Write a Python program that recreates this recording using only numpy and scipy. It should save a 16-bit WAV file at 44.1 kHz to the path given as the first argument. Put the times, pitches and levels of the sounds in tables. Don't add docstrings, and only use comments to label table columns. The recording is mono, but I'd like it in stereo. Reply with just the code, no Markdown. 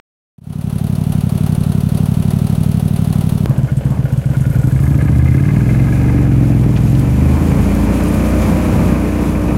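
import sys
import numpy as np
from scipy import signal
from scipy.fft import rfft, irfft
from scipy.io import wavfile
from scipy.ndimage import uniform_filter1d

SR = 44100
rng = np.random.default_rng(int(sys.argv[2]) if len(sys.argv) > 2 else 0)


def unload_wav(signal):
    wavfile.write(
        sys.argv[1],
        SR,
        np.round(np.clip(np.atleast_2d(signal).T, -1, 1) * 32767).astype(np.int16),
    )


N = 422037
TIME_S = np.arange(N) / SR
RUN_START_S = 3.459
FULL_SPEED_HZ = 30.5


def undb(db):
    return 10 ** (np.asarray(db) / 20)


def curve(points):
    return np.interp(TIME_S, *np.transpose(points))


def unit(x):
    return x / np.sqrt(np.mean(x ** 2))


def steady(x, size=24000):
    power = np.mean(np.atleast_2d(x) ** 2, axis=0)
    power = uniform_filter1d(uniform_filter1d(power, size // 2), size // 2)
    return x / np.sqrt(np.maximum(power, 0) + 1e-12)


def ring(x, response):
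    return signal.fftconvolve(np.atleast_2d(x), np.atleast_2d(response))[:, :N]


def colour(x, points, size=16384):
    hz, db = np.transpose(points)
    log_hz = np.log(np.fft.rfftfreq(size, 1 / SR) + 1)
    log_gain = np.log(undb(np.interp(log_hz, np.log(hz), db)))
    causal = np.r_[1, np.full(size // 2 - 1, 2), np.zeros(size // 2)]
    cepstrum = irfft(log_gain) * causal
    return ring(x, irfft(np.exp(rfft(cepstrum))))


def modes(x, rows):
    return sum(undb(db) * signal.lfilter(*signal.iirpeak(hz, hz / width_hz, fs=SR), x)
               for hz, width_hz, db in rows)


def noise(alike, size=N):
    white = rng.standard_normal((3, size))
    return np.sqrt(alike) * white[2] + np.sqrt(1 - alike) * white[:2]


def walk(rate_hz):
    hold = int(SR / rate_hz)
    steps = np.repeat(rng.standard_normal(N // hold + 1), hold)
    return unit(uniform_filter1d(steps, hold)[:N])


def beats(cycle, strokes, scatter_db, jitter_s):
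    out, count = np.zeros(N + 2), 400
    for phase, db in strokes:
        at = np.interp(np.arange(count) + phase, cycle, np.arange(N), left=-N, right=-N)
        timing, strength = rng.standard_normal((count, 2)).T
        at = at + jitter_s * SR * timing
        inside = (at >= 0) & (at < N)
        gain = undb(db + scatter_db * strength)[inside]
        i, fraction = at[inside].astype(int), at[inside] % 1
        out[i] += gain * (1 - fraction)
        out[i + 1] += gain * fraction
    return out[:N]


def fade(t60_s, size=16384):
    return undb(-60 * np.arange(size) / SR / t60_s)


def puffs(pulses, t60_s, alike, rise_samples=150):
    return uniform_filter1d(ring(pulses, fade(t60_s)), rise_samples) * noise(alike)


def stereo(x, balance, lag_samples):
    hz, db = np.transpose(balance)
    right_db = 10 * np.log10(2 / (1 + undb(db) ** 2))
    left = colour(np.roll(x[0], lag_samples), np.c_[hz, right_db + db])
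    right = colour(x[1], np.c_[hz, right_db])
    return np.vstack([left, right])


def hull(pulses, t60_s, alike):
    tail = fade(t60_s)
    return ring(pulses, tail * noise(alike, len(tail)))


def trot():
    # t/s, speed/Hz
    speed_points = [(0.36, 11.594), (1.05, 11.826), (1.5, 11.632), (1.85, 11.809), (2.4, 12.264),
                    (3.46, 11.995)]
    # f/Hz, level/dB
    pipe_spectrum = [(20, -74), (38, -22), (60, -3), (92, 2), (150, 7), (195, 1.5), (250, -3.5),
                     (285, -21.5), (400, -23.5), (520, -46.5), (1200, -106.5)]
    clatter_spectrum = [(100, 4), (260, -14), (380, 4), (500, -3.5), (750, 0), (1000, -4), (1550, -3.5),
                        (2100, -13), (3000, -17.5), (5000, -23), (12000, -24)]
    hiss_spectrum = [(1200, -5), (2400, -5.5), (3400, -4), (4500, 1), (5400, -9), (7500, -9), (8400, -10),
                     (9200, 3), (10000, 3), (12400, -1), (14000, -12), (15600, -23)]
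    # f/Hz, left minus right/dB
    balance = [(100, -.5), (700, 1.5), (1300, 0), (2400, 1), (4000, 3.5), (5300, 12), (7500, 9), (8400, 0),
               (9400, -14), (12400, -14), (15000, -6)]
    start_s, swell_s = .38, .33
    cycle = np.cumsum(curve(speed_points) * (TIME_S > .36)) / SR
    firings = beats(cycle, [(.253, 0), (.632, 0)], scatter_db=.56, jitter_s=.00011)
    gulps = beats(cycle, [(.505, -11), (.882, -8.5)], scatter_db=-1.5, jitter_s=.00047)
    exhaust = unit(colour(-(firings + gulps), pipe_spectrum)) * undb(-12.5)
    valves = beats(cycle, [(.265, -13), (.6, -11), (.92, -5.5)], scatter_db=1.5, jitter_s=.000489)
    knocks = .64 * unit(hull(valves + .22 * firings, t60_s=.24, alike=.85))
    rasp = .6 * unit(puffs(valves, t60_s=.19, alike=.87)) + .7 * noise(.86)
    clatter = unit(colour(knocks + rasp, clatter_spectrum)) * undb(-28)
    air = unit(puffs(valves, t60_s=.06, alike=.05, rise_samples=240)) + .31 * noise(0)
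    hiss = unit(colour(air, hiss_spectrum)) * undb(-38)
    swell = (1 - 1.075 * np.exp(-np.maximum(TIME_S - start_s, 0) / swell_s)) * (TIME_S > start_s)
    return stereo((exhaust + clatter + hiss) * swell, balance, lag_samples=14)


def click():
    pulse = np.zeros(N)
    pulse[int(RUN_START_S * SR)] = 1
    return colour(pulse, [(100, 12), (500, 20), (1500, 11.5), (5000, 2), (15000, -15)])


def engine(cycle, speed_hz, load, overrun):
    # f/Hz, level/dB
    boom_spectrum = [(20, -28.5), (40, -26), (62, -4.5), (80, -7.5), (100, -10.5), (118, 0), (133, 4),
                     (155, -2.5), (180, -13), (225, -13), (265, -35.5), (400, -37.5), (900, -60.5)]
    bark_spectrum = [(40, -46), (90, -22.5), (150, -17.5), (200, -2), (245, -11), (290, 4), (345, -10),
                     (420, -17.5), (520, -30), (620, -26.5), (1000, -45.5), (3000, -78)]
    idle_spectrum = [(100, -6), (280, -7.5), (400, -1.5), (570, 4), (720, -3.5), (1050, -27.5),
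                     (1500, -8.5), (2000, -17.5), (3000, -17.5), (3800, -28.5), (6000, -32), (12000, -43)]
    loaded_spectrum = [(100, -9.5), (280, 6), (400, 1.5), (610, -0.5), (770, -7.5), (1100, -13.5),
                       (1500, -12), (2000, -14.5), (2500, -12.5), (3300, -32.5), (6000, -30.5),
                       (12000, -65)]
    slack = 1 - load
    racing = np.interp(speed_hz, [22, FULL_SPEED_HZ], [0, 1])
    throttle = undb(np.interp(speed_hz, [6.6, 13.7], [-13.5, 0]))
    firings = beats(cycle, [(.885, 0), (.265, 0)], scatter_db=.5, jitter_s=.00024)
    boom = unit(colour(-firings, boom_spectrum)) * undb(-14 + 4 * slack - 11.5 * racing)
    low_mode = modes(modes(firings, [(76, 7.7, 0)]), [(77.2, 43, 0)])
    drone = throttle * unit(low_mode) * undb(-22.5 + 9 * slack)
    barks = beats(cycle, [(.885, 0), (.281, -1.2)], scatter_db=2.5, jitter_s=.00031)
    bark_db = -17.5 - 8 * slack - 6.5 * racing + 4 * overrun
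    bark = throttle * steady(colour(barks, bark_spectrum)) * undb(bark_db)
    strokes = [(.94, -1), (.15, -3), (.35, .5), (.55, 1.5), (.73, .8)]
    blows = beats(cycle, strokes, scatter_db=2.84, jitter_s=.00006)
    knocks = .85 * steady(hull(blows, t60_s=.22, alike=.53))
    rasp = .8 * steady(puffs(blows, t60_s=.08, alike=.77)) + .5 * noise(.34)
    idle = unit(colour(knocks + rasp, idle_spectrum))
    loaded = unit(colour(knocks + rasp, loaded_spectrum))
    fullness = np.clip(3 * load, 0, 1)
    clatter = ((1 - fullness) * idle + fullness * loaded) * undb(-20 - 13 * slack)
    return boom + drone + bark + clatter


def tones(cycle, speed_hz):
    orders = [2, 3, 5, 6, 7, 8, 10, 12, 14, 16, 17, 19, 20, 22, 24, 32, 36, 40, 44]
    levels_db = [3.5, -14, -6.5, -4, -6.5, -8, -5, -14.5, -22, -37, -14, -19.5, -15, -19, -20.5, -21.5,
                 -20.5, -21.5, -31]
    mode_hz, half_width_hz, peak_db = 198.4, 7.4, 10.5
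    full_speed_db, db_per_octave = -17, 27.5
    chord = 0
    for order, db in zip(orders, levels_db):
        lift_db = peak_db / (1 + ((order * speed_hz - mode_hz) / half_width_hz) ** 2)
        tone = np.sin(2 * np.pi * order * (cycle + order / 7))
        chord = chord + tone * undb(db + lift_db + 1.5 * walk(4))
    return chord * undb(full_speed_db + db_per_octave * np.log2(speed_hz / FULL_SPEED_HZ))


def panel(cycle, speed_hz):
    # t/s, level re a regular slap/dB
    extra_slaps = [(3.685, 19), (4.344, 7.5), (4.44, 3), (5.004, -1), (5.076, -2), (5.482, 3)]
    # f/Hz, level/dB
    contact = [(2400, 0), (3400, -10), (6000, -16)]
    # f/Hz, width/Hz, level/dB
    slow_modes = [(564, 61, -14), (1442, 44, 6), (1640, 59, -11), (2140, 37, -4.5)]
    fast_modes = [(1257, 40, 1.5), (1660, 57, 8.5), (2070, 76, 4.5), (2350, 59, -20)]
    full_shake_hz, db_per_octave = 14.8, 10.5
    fade_start_s, fade_db_per_s = 6.13, 45
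    hits = beats(cycle, [(.36, -1.4), (.73, .79)], scatter_db=1.8, jitter_s=.002)
    for at_s, db in extra_slaps:
        hits[int(at_s * SR)] += undb(db)
    slaps = colour(puffs(hits, t60_s=.04, alike=.25), contact)
    fast = curve([(4.6, 0), (4.9, .98)])
    buzz = (1 - fast) * steady(modes(slaps, slow_modes)) + fast * steady(modes(slaps, fast_modes))
    shake_db = db_per_octave * np.minimum(np.log2(speed_hz / full_shake_hz), 0)
    fade_db = fade_db_per_s * np.maximum(TIME_S - fade_start_s, 0)
    return buzz * undb(-34 + shake_db - fade_db)


def jingle(cycle, speed_hz):
    # f/Hz, width/Hz, level/dB
    metal_modes = [(6900, 370, -7), (7830, 250, 0), (8580, 530, 2.5), (9700, 400, 2), (10000, 310, -1),
                   (11900, 910, 5), (12900, 340, -22)]
    resonant_hz, width_hz, lift_db = 12.4, 3.1, 7
    jolts = beats(cycle, [(.25, 0), (.86, -3), (.58, -7)], scatter_db=2.5, jitter_s=.001)
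    shakes = puffs(jolts, t60_s=.12, alike=.05, rise_samples=300)
    ringing = steady(sum(modes(shakes, [mode]) * undb(4.5 * walk(25)) for mode in metal_modes))
    in_tune = np.exp(-((speed_hz - resonant_hz) / width_hz) ** 2)
    return ringing * undb(-48 + lift_db * in_tune) * np.minimum(resonant_hz / speed_hz, 1)


def spray(load):
    # f/Hz, level/dB
    spectrum = [(1500, -24), (3000, 5.5), (4000, 0), (5500, -1), (7000, 2), (8300, -1), (9200, 1.5),
                (12500, 0.5), (14000, -6), (15600, -9.5)]
    leaves_s, attack_s, hold_s, release_s = 6.13, 1.92, .81, .33
    drops = rng.standard_normal((2, N)) * (rng.random((2, N)) < .03)
    drops *= undb(.88 * np.minimum(rng.exponential(size=(2, N)), 6))
    fizz = unit(colour(noise(.027) + .6 * unit(drops), spectrum)) * undb(1.06 * walk(25))
    brushing = np.interp(TIME_S, leaves_s + np.cumsum([0, attack_s, hold_s, release_s]), [0, 1, 1, 0])
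    wash_db = -36 - 10 * (1 - load)
    return fizz * np.hypot(undb(wash_db), brushing * undb(-39))


def wind():
    # f/Hz, level/dB
    spectrum = [(20, -25), (50, -11.5), (90, -3), (200, -3.5), (320, -14), (450, -28.5), (1000, -24),
                (3000, -56)]
    rush_db = curve([(6.2, -24.5), (8, -17)])
    return unit(colour(noise(.8), spectrum)) * undb(rush_db + 2.6 * walk(11))


def twigs():
    # t/s, level/dB, f/Hz, width/Hz, t60/s
    strikes = [(6.763, -29.5, 2860, 900, 0.059), (6.771, -28.5, 1750, 1490, 0.071),
               (6.836, -43, 2000, 2000, 0.054), (6.949, -33, 2200, 2000, 0.059),
               (6.994, -26, 11000, 9000, .04), (7.75, -26, 11000, 6000, .025),
               (8.037, -22, 10500, 4000, .015), (8.079, -29, 9000, 200, .09),
               (8.145, -25, 12000, 6000, 0.054), (8.57, -29, 10000, 8000, .05)]
    out = np.zeros((2, N))
    for at_s, db, hz, width_hz, t60_s in strikes:
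        tail, i = fade(t60_s), int(at_s * SR)
        snap = unit(modes(noise(.83, len(tail)), [(hz, width_hz, 0)]))
        out[:, i:i + len(tail)] += undb(db) * tail * snap
    return out


def run():
    # t/s, speed/Hz
    speed_points = [(3.46, 7.251), (4.2, 7.43), (4.45, 10.806), (4.75, 12.571), (5.05, 14.316),
                    (5.35, 16.804), (5.65, 20.969), (5.9, 23.068), (6.1, 23.869), (6.4, 21.993),
                    (6.72, 20.533), (6.9, 21.661), (7.15, 25.021), (7.5, 27.671), (8.25, 30.707),
                    (8.8, 30.494), (9.1, 29.932), (9.57, 29.986)]
    # f/Hz, left minus right/dB
    balance = [(150, -1), (350, 0), (700, 2), (1400, 3.5), (2700, 1), (4000, 9), (5500, 16), (7500, 12),
               (8500, 0), (9300, -7), (12400, -9), (14500, 0)]
    full_overrun_hz_per_s = 6.3
    sink_start_s, sink_db_per_s = 8.83, 3
    speed_hz = curve(speed_points)
    cycle = np.cumsum(speed_hz) / SR
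    cycle -= cycle[int(RUN_START_S * SR)] % 1
    load = (speed_hz / FULL_SPEED_HZ) ** 2
    fall_hz_per_s = -np.gradient(speed_hz) * SR
    overrun = uniform_filter1d(np.clip(fall_hz_per_s / full_overrun_hz_per_s, 0, 1), size=12000)
    motor = engine(cycle, speed_hz, load, overrun) + tones(cycle, speed_hz)
    rattles = panel(cycle, speed_hz) + jingle(cycle, speed_hz)
    wash = spray(load) * undb(-2 * overrun)
    sink = undb(-sink_db_per_s * np.maximum(TIME_S - sink_start_s, 0))
    return stereo(sink * (motor + rattles + wash) + wind() + twigs(), balance, lag_samples=2)


def scene():
    return np.where(TIME_S < RUN_START_S, trot(), run()) + click()


def record(dry):
    ceiling, top_hz = .95, 15800
    rounded = dry / (1 + (np.abs(dry) / ceiling) ** 6) ** (1 / 6)
    return signal.sosfilt(signal.ellip(10, .2, 80, top_hz, fs=SR, output="sos"), rounded)


dry = scene()
out = record(dry)
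unload_wav(out)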